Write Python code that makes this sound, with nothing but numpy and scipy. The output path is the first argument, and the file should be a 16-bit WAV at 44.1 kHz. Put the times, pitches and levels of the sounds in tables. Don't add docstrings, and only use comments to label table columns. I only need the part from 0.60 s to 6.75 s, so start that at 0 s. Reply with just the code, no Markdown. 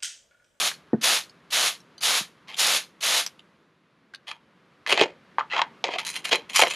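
import sys
import numpy as np
from scipy import signal
from scipy.io import wavfile
from scipy.ndimage import uniform_filter1d

SR = 44100
rng = np.random.default_rng(int(sys.argv[2]) if len(sys.argv) > 2 else 0)


def materialize(psi):
    bounded = np.clip(np.atleast_2d(psi).T, -1, 1)
    quanta = np.round(bounded * 32767).astype(np.int16)
    wavfile.write(sys.argv[1], SR, quanta)


N = 271248
T = np.arange(N) / SR

# (frequency [Hz], level [dB])
TILE_TONE = [(100, -47), (300, -37), (500, -23), (1000, 5.5), (1500, -2.5), (2400, 0.5), (3300, 0),
             (4500, -1), (6500, -13.5), (8200, -18.5), (10500, -28), (13000, -61.5)]
BLADE_TONE = [(500, -28), (2500, -1.5), (4500, 0.5), (7000, -11), (8400, -7), (9700, -9.5), (12300, -11),
              (13300, -26), (14300, -52)]
SPRAY_TONE = [(59, -75), (100, -35.5), (239, -16), (347, -18.5), (427, -11.5), (703, -3), (865, -7),
              (1090, -4), (1580, -4.5), (3620, 1), (6750, -8.5), (8300, -13), (10700, -9), (12100, -13.5),
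              (14200, -32.5)]
# (pitch [Hz], width [Hz], boost [dB])
TILE_NOTES = [(1850, 80, -19.5), (2108, 430, 6), (2493, 190, 9), (2840, 19, 8), (3200, 120, 12.5),
              (3940, 220, 2), (6700, 520, 6.5)]
BLADE_NOTES = [(2430, 39, 5.1), (3316, 44, 4.2), (4000, 30, 9), (4045, 30, 19.4), (4934, 38, 7.4),
               (5500, 60, 7.4), (6140, 61, 17), (6940, 118.4, 20), (8100, 39, 12.13), (9270, 110, 16.5),
               (10030, 90, 15), (11250, 130, 11), (12200, 60, 4.7), (12800, 50, 9.4)]
# (full pressure at [s], let go at [s], first hiss level [dB], click level [dB])
SQUEEZES = [(-.04, 0.072, -26.5, -30), (0.441, 0.568, -18.5, -26), (0.933, 1.083, -22, -27),
            (1.436, 1.584, -21.5, -28), (1.995, 2.169, -19.5, -32), (2.435, 2.598, -22.5, -28)]


def scrapes(swell_db=19.5, fade_db=27.5, release_s=0.031, judder_db=2, settle_db=9.5, settle_ratio=1.15):
    # (start [s], swell [s], fade [s], level [dB], flatness [0-1], hollow pitch [Hz])
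    strokes = [(1.873, .012, 0.48, -40.5, 0.57, 1000), (3.668, 0.018, 0.058, -31.5, 0.54, 1050),
               (4.264, 0.061, 0.036, -17.5, 0.48, 560), (4.352, 0.067, 0.045, -17, 0.73, 604),
               (4.783, 0.011, 0.061, -29, 1, 1040), (4.898, 0.027, 0.081, -28, 1, 2330),
               (4.921, 0.018, 0.09, -24.5, 0.96, 1006), (4.961, 0.021, 0.068, -25.5, 0.87, 1060),
               (5.24, 0.0067, 0.095, -29, 0.84, 680), (5.281, 0.07, 0.04, -28, 0.83, 810),
               (5.381, 0.003, 0.07, -25, 0.54, 1080), (5.448, .018, .14, -29.5, 0.05, 900),
               (5.535, 0.029, 0.045, -28, 0.28, 940), (5.641, 0.0054, 0.08, -25.5, 0.3, 810),
               (5.707, 0.021, .05, -14, 0.55, 565), (5.891, 0.0053, 0.09, -35, 0.34, 850),
               (5.932, 0.041, 0.11, -16.5, 0.2, 1040), (6.01, .009, 0.016, -7, .4, 766),
               (6.03, 0.041, 0.02, -25, 0.63, 595), (6.095, 0.0042, 0.17, -27.5, 0.28, 744)]
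    out, t = np.zeros(N), T[:SR // 3]
    for start, swell, fade, db, flat, hollow_hz in strokes:
        length = swell + fade
        force = amp(np.interp(t, [0, swell, length], [-swell_db, 0, -fade_db]))
        force *= np.exp(-np.maximum(t - length, 0) / release_s)
        slips = unit(amp(judder_db * unit(uniform_filter1d(rng.standard_normal(len(t)), size=180))))
        grit = grains(len(t), per_s=1200, spread_db=4.5, dust=.35)
        rub = force * slips * (1 - np.exp(-t / .001)) * grit
        cutoff_hz = 16000 / 2 ** (2.8 * flat ** 4)
        rub = signal.lfilter(*signal.butter(1, cutoff_hz, fs=SR), rub)
        tile, blade = sliding(rub, TILE_TONE, TILE_NOTES), sliding(rub, BLADE_TONE, BLADE_NOTES)
        settled = np.interp(t, [0, swell, length], [0, .5, 1])
        gap = through(rub * (1 - settled), hollow(hollow_hz * settle_ratio))
        gap += through(rub * settled * amp(settle_db * settled), hollow(hollow_hz / settle_ratio))
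        gains = balance(db, flat, hollow_db=(-21, 4), blade_db=(6.5, -32))
        for sound, gain in zip((tile, gap, blade), gains):
            add(out, start, gain * unit(sound) * np.sqrt(np.mean(force ** 2)))
    return out


def knocks(crumble_s=0.0026, chatter_s=0.0097):
    # (time [s], level [dB], flatness [0-1], hollow pitch [Hz])
    hits = [(3.714, -22, 0.32, 1200), (4.264, -18.5, 0.45, 1770), (4.326, -2.5, 0.31, 456),
            (4.376, -9, 0.36, 700), (4.413, -2, 0.46, 420), (4.784, -9, 0.81, 994), (4.809, -16, 0.9, 1160),
            (4.965, -14, 0.53, 1010), (4.993, -11, 0.55, 1090), (5.017, -7, 0.51, 997),
            (5.241, -9, 0.42, 690), (5.289, -17, 0.7, 620), (5.385, -16, 0.28, 1000), (5.45, -23.5, 0, 909),
            (5.692, -23, 0.12, 787), (5.756, -13, 0.14, 536), (5.961, -7, 0, 1000), (5.994, -4.5, 1, 823),
            (6.023, -6.5, 0.9, 660), (6.035, -4.5, 0.44, 680), (6.081, -22, 0, 700)]
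    out, t = np.zeros(N), T[:SR // 10]
    tile, blade = response(TILE_TONE, TILE_NOTES), response(BLADE_TONE, BLADE_NOTES)
    for start, db, flat, hollow_hz in hits:
        blow = (t == 0) + 0.25 * rng.standard_normal(len(t)) * np.exp(-t / crumble_s)
        cutoff_hz = max(14000 / 2 ** (5.1 * flat ** 2), 1500)
        blow = signal.lfilter(*signal.butter(2, cutoff_hz, fs=SR), blow)
        gap = hollow(hollow_hz)
        chatter = rng.standard_normal(len(t)) * np.exp(-t / chatter_s)
        gap = unit(gap) + 0.73 * unit(through(gap, chatter))
        gains = balance(db, flat, hollow_db=(-28, 24), blade_db=(6, -61))
        for sound, gain in zip((through(blow, tile), gap, through(blow, blade)), gains):
            add(out, start, gain * sound / abs(sound).max())
    return out


def sliding(rub, tone, notes, spots=3, spot_s=0.028):
    travel = T[:len(rub)] / spot_s
    shares = [np.maximum(np.cos(2 * np.pi * (travel - k) / spots), 0) for k in range(spots)]
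    return sum(through(rub * share, touched(tone, notes)) for share in shares)


def touched(tone, notes, spread_db=3.5, detune=0.014):
    chance = rng.standard_normal((len(notes), 2))
    return response(tone, [(hz * (1 + detune * shift), width, db + spread_db * boost)
                           for (hz, width, db), (shift, boost) in zip(notes, chance)])


def hollow(hz, fade_s=0.013):
    upper = amp(-6) * ring(hz * 1.5, fade_s * 0.81, rise_s=0.0014)
    lower = amp(-9) * ring(hz * 0.704, fade_s * 0.88, rise_s=0.00071)
    note = ring(hz, fade_s, rise_s=0.00023) + upper + lower
    return signal.lfilter(*signal.butter(2, [hz * 0.77, min(hz * 12, 14000)], "band", fs=SR), note)


def balance(db, flat, hollow_db, blade_db):
    levels = np.array([0, np.interp(flat, [0, 1], hollow_db), np.interp(flat, [0, 1], blade_db)])
    return amp(db + levels - levels.max())


def sprays(rise_db_per_s=900, fall_db_per_s=355, leak_db=-19.5, spent_db=-22, lead_s=.03):
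    # (frequency [Hz], width [Hz], boost [dB])
    hiss_peaks = [(3500, 2500, -14.5), (6670, 940, 3.5), (9400, 480, 4), (12000, 400, -2.5)]
    level, fullness = np.zeros(N), np.zeros(N)
    for full, let_go, db, _ in SQUEEZES:
        early, late = np.maximum(full - T, 0), np.maximum(T - let_go, 0)
        progress = np.clip((T - full) / (let_go - full), 0, 1)
        onset_db = np.maximum(-rise_db_per_s * early, leak_db)
        jet = amp(db + onset_db + (spent_db - db) * progress - fall_db_per_s * late)
        jet *= np.clip((T - full + lead_s) / 0.0028, 0, 1)
        mist = amp(-73 - 28.5 * late) * progress
        level += jet + mist
        fullness += jet * amp(2 - 6 * np.cos(np.pi * progress * .85) ** 2)
    droplets = grains(N, per_s=5000, spread_db=5, dust=1.1)
    hiss = unit(through(droplets, response(SPRAY_TONE, hiss_peaks)))
    body = signal.sosfiltfilt(signal.butter(2, 1100, fs=SR, output="sos"), hiss)
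    fizz = signal.sosfiltfilt(signal.butter(2, 7000, "high", fs=SR, output="sos"), hiss)
    fizz_left = np.minimum(level / amp(-36.5), 1) ** 0.049
    return fullness * body + level * (hiss - body - (1 - fizz_left) * fizz)


def plastic_clicks(trigger_hz=4270, trigger_fade_s=.01, snap_s=0.0036, rattle_s=0.0022):
    # (time [s], peak level [dB], pitch [Hz], fade [s])
    bottle_clicks = [(.115, -26, 1640, 0.0077), (0.695, -40, 4500, .016), (1.202, -44.5, 5500, .016),
                     (1.38, -34, 4150, 0.02), (1.943, -23, 3200, 0.011), (2.664, -14, 5040, 0.003),
                     (2.793, -37, 3120, 0.0077), (3.537, -31.5, 1623, .03), (3.547, -28.5, 4070, 0.003)]
    # (pitch [times the click's pitch], level [dB])
    plastic_notes = [(.56, -15), (0.738, -2.5), (1, 9), (1.129, 5.5), (1.48, -2.5), (1.8, -13), (2.25, -13)]
    out, t, tone = np.zeros(N), T[:SR // 5], response(SPRAY_TONE)
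    presses = [(full - 0.025, db, trigger_hz, trigger_fade_s) for full, _, _, db in SQUEEZES if full > 0]
    releases = [(let_go + .068, -36, trigger_hz, trigger_fade_s) for _, let_go, _, _ in SQUEEZES]
    for start, db, hz, fade_s in presses + releases + bottle_clicks:
        notes = sum(amp(note_db) * ring(hz * ratio, fade_s, 0.0008) for ratio, note_db in plastic_notes)
        chatter = rng.standard_normal(len(t))
        rattle = unit(through(chatter * np.exp(-t / rattle_s), notes))
        snap = unit(through(chatter * np.exp(-t / snap_s), tone))
        click = signal.lfilter(*signal.butter(2, min(3 * hz, 14000), fs=SR), rattle + 0.38 * snap)
        click /= abs(click).max()
        add(out, start, amp(db) * click)
        add(out, start + 0.01, amp(db - 9) * click)
    return out


def footsteps(low_cut_hz=135):
    # (time [s],
    # level [dB], pitch [Hz])
    thumps = [(.332, -1.5, 294.4), (.340, -2.5, 239), (0.35, -12, 266), (1.609, -26, 203)]
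    # (pitch [times the thump's pitch], level [dB], fade [s])
    notes = [(0.998, -1.5, 0.036), (1.452, -8.5, 0.027), (2.501, -15, 0.019), (6.2, -36, 0.061)]
    out = np.zeros(N)
    for start, db, hz in thumps:
        thump = sum(amp(note_db) * ring(hz * ratio, fade_s, 0.0013) for ratio, note_db, fade_s in notes)
        add(out, start, amp(db) * thump)
    return signal.sosfilt(signal.butter(3, low_cut_hz, "high", fs=SR, output="sos"), out)


def yard(dry, tail_db=-20, dull_hz=6000):
    # (frequency [Hz], time to fall 60 dB [s])
    tail_fades = [(150, 0.3), (500, 0.12), (2000, 0.2), (5000, 0.05), (9000, 0.076), (14000, 0.32)]
    # (delay [s], level [dB])
    echoes = [(.0023, -26), (.0085, -25.5), (.0135, -25.5), (.019, -23.5), (.027, -31.5)]
    bounces = rng.choice([-1., 1.], (3, SR // 2)) * (rng.random((3, SR // 2)) < 4000 / SR)
    hz, t, bands = signal.stft(bounces * np.minimum(T[:SR // 2] / 0.004, 1), SR, nperseg=256)
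    bands *= np.exp(-np.log(1000) * t / value_at(tail_fades, hz)[:, None])
    bands /= np.hypot(1, hz / dull_hz)[:, None]
    tails = signal.istft(bands, SR, nperseg=256)[1]
    tails = tails[:2] + 9.9 * tails[2]
    tails *= amp(tail_db) / np.linalg.norm(tails[0])
    for delay, db in echoes:
        for ear in tails:
            add(ear, delay, amp(db) * np.array([.25, .5, .25]))
    return dry + np.array([through(dry, ear) for ear in tails])


def air():
    # (frequency [Hz], level [dB])
    tone = [(25, -5.5), (65, -4), (110, -11), (156, -1.5), (288, -6), (516, -9.5), (768, -15.5),
            (1100, -10.5), (2050, -16), (4000, -24), (8400, -41), (11000, -41), (14200, -55)]
    # (time [s], level [dB])
    levels = [(0.0, -56), (2.71, -58), (3.19, -64.5), (5.2, -53)]
    noise = unit(through(rng.standard_normal(N), response(tone)))
    return noise * amp(np.interp(T, *np.transpose(levels)))


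def grains(count, per_s, spread_db, dust):
    sizes = amp(spread_db * np.minimum(rng.exponential(1, count), 3)) * rng.choice([-1, 1], count)
    clicks = sizes * (rng.random(count) < per_s / SR)
    return unit(unit(clicks) + dust * rng.standard_normal(count))


def ring(hz, fade_s, rise_s):
    t = T[:SR // 5]
    return np.sin(2 * np.pi * hz * t) * np.exp(-np.log(1000) * t / fade_s) * (1 - np.exp(-t / rise_s))


def response(tone, notes=(), size=4096):
    hz = abs(np.fft.fftfreq(size, 1 / SR))
    peaks = sum(amp(db) ** 2 / (1 + (2 * (hz - pitch) / width) ** 2) for pitch, width, db in notes)
    log_gain = np.log(amp(value_at(tone, hz)) * np.sqrt(1 + peaks) + 1e-6)
    spectrum = np.exp(np.conj(signal.hilbert(log_gain)))
    tap = np.fft.ifft(spectrum).real[:size // 2]
    return tap / np.linalg.norm(tap)


def through(x, tap):
    return signal.oaconvolve(x, tap)[:len(x)]


def amp(db):
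    return 10 ** (np.asarray(db) / 20)


def unit(x):
    return x / np.sqrt(np.mean(x ** 2) + 1e-20)


def value_at(points, hz):
    frequencies, values = np.transpose(points)
    return np.interp(np.log(hz + 1), np.log(frequencies + 1), values)


def add(mix, start_s, sound):
    part = mix[max(round(start_s * SR), 0):][:len(sound)]
    part += sound[:len(part)]


def scene():
    return yard(sprays() + plastic_clicks() + scrapes() + knocks() + footsteps()) + air()


def record(dry, split_hz=11700, ceiling=.76, low_cut_hz=105, high_cut_hz=14400):
    late = np.interp(T - .0005, T, dry.mean(0))
    treble = signal.sosfilt(signal.butter(14, split_hz, "high", fs=SR, output="sos"), late)
    side = 0.0071 * late + 0.68 * treble
    stereo = dry + np.array([-side, side])
    stereo = stereo / (1 + (stereo / ceiling) ** 6) ** (1 / 6)
    stereo = signal.sosfilt(signal.butter(3, low_cut_hz, "high", fs=SR, output="sos"), stereo)
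    high_cut = signal.firwin(255, high_cut_hz, window=("kaiser", 9), fs=SR)
    return signal.oaconvolve(stereo, high_cut[None], "same")


dry = scene()
out = record(dry)
materialize(out)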